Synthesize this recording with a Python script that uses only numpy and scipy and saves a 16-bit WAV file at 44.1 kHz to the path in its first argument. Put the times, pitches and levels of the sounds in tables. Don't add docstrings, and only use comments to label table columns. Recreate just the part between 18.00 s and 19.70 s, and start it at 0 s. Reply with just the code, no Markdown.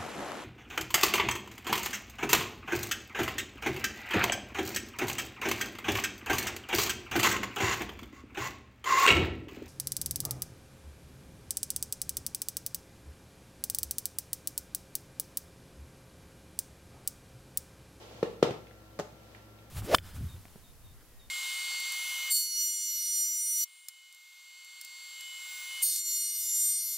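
import sys
import numpy as np
from scipy import signal
from scipy.fft import rfft, irfft, next_fast_len
from scipy.io import wavfile
from scipy.ndimage import map_coordinates

SR = 44100
rng = np.random.default_rng(int(sys.argv[2]) if len(sys.argv) > 2 else 0)


def file_out(sig):
    cols = np.atleast_2d(sig).T
    lim = np.clip(cols, -1, 1)
    pcm = np.round(lim * 32767).astype(np.int16)
    wavfile.write(sys.argv[1], SR, pcm)


N = 74970


def amp(db):
    return 10 ** (np.asarray(db) / 20)


def along(points, hz):
    freqs, values = np.transpose(points)
    return np.interp(np.log(hz + 1), np.log(freqs + 1), values)


def filtered(x, response):
    size = next_fast_len(N + SR // 2)
    return irfft(rfft(x, size) * response(np.fft.rfftfreq(size, 1 / SR)), size)[..., :N]


def pan_bands(x, balance):
    return filtered(x, lambda hz: amp(along(balance, hz) * np.array([[.5], [-.5]])))


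def wobble(rate):
    knots = rng.standard_normal(int(N * rate / SR) + 4)
    return map_coordinates(knots, [np.arange(N) * rate / SR])


def since(start):
    return np.maximum(np.arange(N) / SR - start, 0)


def strike(start, attack_s, t60_s):
    age = since(start)
    return (1 - np.exp(-age / attack_s)) * np.exp(-np.log(1000) * age / t60_s)


def ring(start, modes, attack_s, alternate=True):
    out = np.zeros(N)
    for k, (hz, db, t60_s) in enumerate(modes):
        swing = (-1) ** (k * alternate) * np.sin(2 * np.pi * hz * since(start))
        out += amp(db) * strike(start, attack_s, t60_s) * swing
    return out


# (frequency [Hz], correlation [0..1])
MIC_LIKENESS = [(60, 0.67), (250, 0.75), (500, 0.7), (900, 0.2), (1700, 0.00092), (3500, 0), (15000, 0.05)]

def stereo_noise(spectrum_db):
    def mid_side_gains(hz):
        angle = np.arccos(np.clip(along(MIC_LIKENESS, hz), -1, 1)) / 2
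        return amp(spectrum_db(hz)) * [np.cos(angle), np.sin(angle)]
    mid, side = filtered(rng.standard_normal((2, N)), mid_side_gains)
    pair = np.array([mid + side, mid - side])
    return pair / np.sqrt(np.mean(pair ** 2) + 1e-20)


# (frequency [Hz], t60 [s])
ROOM_DECAY = [(100, 0.49), (450, 0.44), (1000, 0.44), (3500, 0.39), (7000, 0.37), (14000, 0.15)]
# (frequency [Hz], gain [dB])
TAIL_COLOUR = [(80, -4), (200, -4.5), (450, -6.5), (800, 0.5), (1500, -1), (3500, 2), (7000, 1),
               (14000, 5.5)]
# (frequency [Hz], left minus right [dB])
DIRECT_PAN = [(100, 0.5), (500, -0.5), (1500, 1), (3200, 1.5), (6000, -7.5), (9000, -7.5), (14000, 6)]

def in_room(x, wet_db=-5, low_cut_hz=134, rise_s=0.0029):
    x = signal.sosfilt(signal.butter(2, low_cut_hz, "highpass", fs=SR, output="sos"), x)
    white = stereo_noise(np.zeros_like)[:, :SR * 3 // 4]
    freqs, t, bands = signal.stft(white, SR, nperseg=256)
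    decay = np.exp(-np.log(1000) * t / along(ROOM_DECAY, freqs)[:, None])
    rise = 1 - np.exp(-t / rise_s)
    _, tail = signal.istft(bands * decay * rise, SR, nperseg=256)
    tail = filtered(tail / np.linalg.norm(tail[0]), lambda hz: amp(along(TAIL_COLOUR, hz)))
    reverb = signal.fftconvolve(x, tail, axes=1)[:, :N]
    return pan_bands(x, DIRECT_PAN) + amp(wet_db) * reverb


# (frequency [Hz], relative density [dB])
AIR_SPECTRUM = [(15, -60), (25, -50), (44, -17), (113, -9.5), (137, -12), (222, -9.5), (291, -14.5),
                (316, -12.5), (382, -16), (527, -13), (1150, -20.5), (1320, -23.5), (1430, -22),
                (2030, -25), (10300, -35), (12400, -38), (15800, -36)]

def room_air(level_db=-57.5):
    return amp(level_db) * stereo_noise(lambda hz: along(AIR_SPECTRUM, hz))


# (frequency [Hz], level [dB])
HUM_TONES = [(59.7, -62.5), (107.7, -60.5), (215, -70), (323, -68.5), (525, -69), (1361, -70.5)]

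def mains_hum(waver_db=0.5, drift_rad=0.33):
    hum = np.zeros(N)
    for hz, db in HUM_TONES:
        peak = np.sqrt(2) * amp(db + waver_db * wobble(3.9))
        phase = 2 * np.pi * (hz * since(0) + rng.random()) + drift_rad * wobble(5.92)
        hum += peak * np.sin(phase)
    return hum


# (time [s], frequency [Hz])
WHINE_PITCH = [(0, 12500), (.4, 12900), (.75, 12740), (1.249, 12800), (1.7, 12940)]

def electronic_whine(level_db=-80.5, jitter_hz=89, left_lead_db=17.5):
    hz = np.interp(since(0), *np.transpose(WHINE_PITCH)) + jitter_hz * wobble(400)
    tone = np.sqrt(2) * np.sin(2 * np.pi * np.cumsum(hz) / SR)
    return amp(level_db) * tone * amp([[left_lead_db / 2], [-left_lead_db / 2]])


# (time [s], level [dB])
SLEEVE_LEVEL = [(0, -52.5), (.13, -53.5), (.25, -53), (.4, -65), (.65, -68), (0.901, -69), (1.1, -66),
                (1.35, -60), (1.7, -81)]
# (frequency [Hz], relative density [dB])
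CLOTH_SPECTRUM = [(100, -15), (400, 1), (750, -0.5), (1400, -12.5), (3200, -9.5), (6500, -17),
                  (10000, -27.5), (16000, -49)]

def sleeve_rustle(flicker_db=1.1):
    level_db = np.interp(since(0), *np.transpose(SLEEVE_LEVEL)) + flicker_db * wobble(39.23)
    return amp(level_db) * stereo_noise(lambda hz: along(CLOTH_SPECTRUM, hz))


# (time [s], level [dB], band centre [Hz])
FINGER_TICKS = [(0.1115, -36.5, 600), (0.669, -44.5, 2340), (0.71, -47, 1510), (1.348, -41.5, 2050),
                (1.587, -51, 2780)]

def finger_ticks(half_width_octaves=0.3):
    ticks = np.zeros((2, N))
    for start, db, centre_hz in FINGER_TICKS:
        def band_db(hz):
            octaves_off = np.log2((hz + 1) / centre_hz)
            return -10 * np.log10(1 + (octaves_off / half_width_octaves) ** 4)
        ticks += amp(db) * strike(start, attack_s=0.00052, t60_s=0.016) * stereo_noise(band_db)
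    return in_room(ticks)


# (ring level [dB], buzz level [dB], snap level [dB])
LID_CLACKS = [(-25.5, -41, -29), (-24, -35, -26)]
# (frequency [Hz], relative level [dB], t60 [s])
LID_MODES = [(200, -4, 0.031), (360, -11.5, 0.075), (410, -7.5, 0.077), (570, -3, 0.043), (866, -19.5, .14),
             (1169, -5.5, 0.017), (1582, -20.5, 0.03), (1826, -14, 0.017)]
# (frequency [Hz], relative density [dB])
CONTACT_SPECTRUM = [(200, 4.5), (1200, 3.5), (2500, -4.5), (4200, -9), (7000, -10), (9000, -22),
                    (12500, -24), (16000, -29)]

def lid_clacks(first_s=.9905, rebound_s=.0066, attack_s=0.00013):
    clacks = np.zeros((2, N))
    for k, (ring_db, buzz_db, snap_db) in enumerate(LID_CLACKS):
        start = first_s + k * rebound_s
        buzz = amp(buzz_db) * strike(start, attack_s=0.00035, t60_s=0.073)
        snap = amp(snap_db) * strike(start, attack_s, t60_s=0.004)
        contact = (buzz + snap) * stereo_noise(lambda hz: along(CONTACT_SPECTRUM, hz))
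        clacks += amp(ring_db) * ring(start, LID_MODES, attack_s) + contact
    return in_room(clacks, wet_db=-10)


# (frequency [Hz], relative density [dB])
RATTLE_SPECTRUM = [(100, -7.5), (700, 8.5), (1300, 0.5), (2200, 2), (4000, -5.5), (6300, -12.5),
                   (8500, -19), (10500, -29.5), (12500, -19.5), (16000, -45)]

def key_rattle(start):
    buzz = stereo_noise(lambda hz: along(RATTLE_SPECTRUM, hz))
    return strike(start, attack_s=0.0019, t60_s=0.044) * buzz


# (time [s], thud level [dB], rattle level [dB])
SETTLING_BUMPS = [(.147, -42, -78), (0.5065, -26, -35.5), (0.74, -60, -72), (1.126, -39, -75.5)]

def settling_bumps(mode_hz=147, t60_s=.05):
    bumps = np.zeros((2, N))
    for start, thud_db, rattle_db in SETTLING_BUMPS:
        thud = ring(start, [(mode_hz, 0, t60_s)], attack_s=.0004)
        bumps += amp(thud_db) * thud + amp(rattle_db) * key_rattle(start)
    return in_room(bumps)


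# (time [s], thud level [dB], rattle level [dB])
FOOT_KNOCKS = [(0.2277, -7.5, -32), (.4264, -0.5, -19)]
# (frequency [Hz], relative level [dB], t60 [s])
BODY_MODES = [(156.6, -14.5, 0.033), (370, -6, 0.021), (504.3, -5.5, 0.028), (858, -18.5, 0.021),
              (1120, -19.5, 0.011), (1338, -30.5, 0.055), (1785, -25, 0.011), (2630, -34, 0.011),
              (4183, -38, 0.034)]
# (frequency [Hz], relative level [dB], t60 [s])
BOARD_MODES = [(142, -47, 0.48), (181.5, -39, 0.39), (300, -41.5, 0.45), (364, -42, .3), (417, -40.5, .3),
               (464.7, -34, 0.56), (484, -37, 0.38), (554, -53, 0.19), (754, -46.5, 0.57), (850, -42, 0.15),
               (1043, -49.5, 0.41)]

def foot_knocks():
    knocks = np.zeros((2, N))
    for start, thud_db, rattle_db in FOOT_KNOCKS:
        body = ring(start, BODY_MODES, attack_s=.0004)
        boards = ring(start, BOARD_MODES, attack_s=0.0058, alternate=False)
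        knocks += in_room(amp(thud_db) * (body + boards) + amp(rattle_db) * key_rattle(start))
    return knocks


def scene():
    laptop = foot_knocks() + settling_bumps() + lid_clacks()
    hands = finger_ticks() + sleeve_rustle()
    room_tone = mains_hum() + electronic_whine() + room_air()
    return room_tone + hands + laptop


# (frequency [Hz], left minus right [dB])
MIC_BALANCE = [(60, 0.5), (200, 0), (500, 2.5), (1000, 1), (1800, 1.5), (3300, -1.5), (6000, -4.5),
               (9000, 4.5), (14000, 1.5)]

def record(dry):
    band_limit_hz = 15900
    return filtered(pan_bands(dry, MIC_BALANCE), lambda hz: hz < band_limit_hz)


dry = scene()
out = record(dry)
file_out(out)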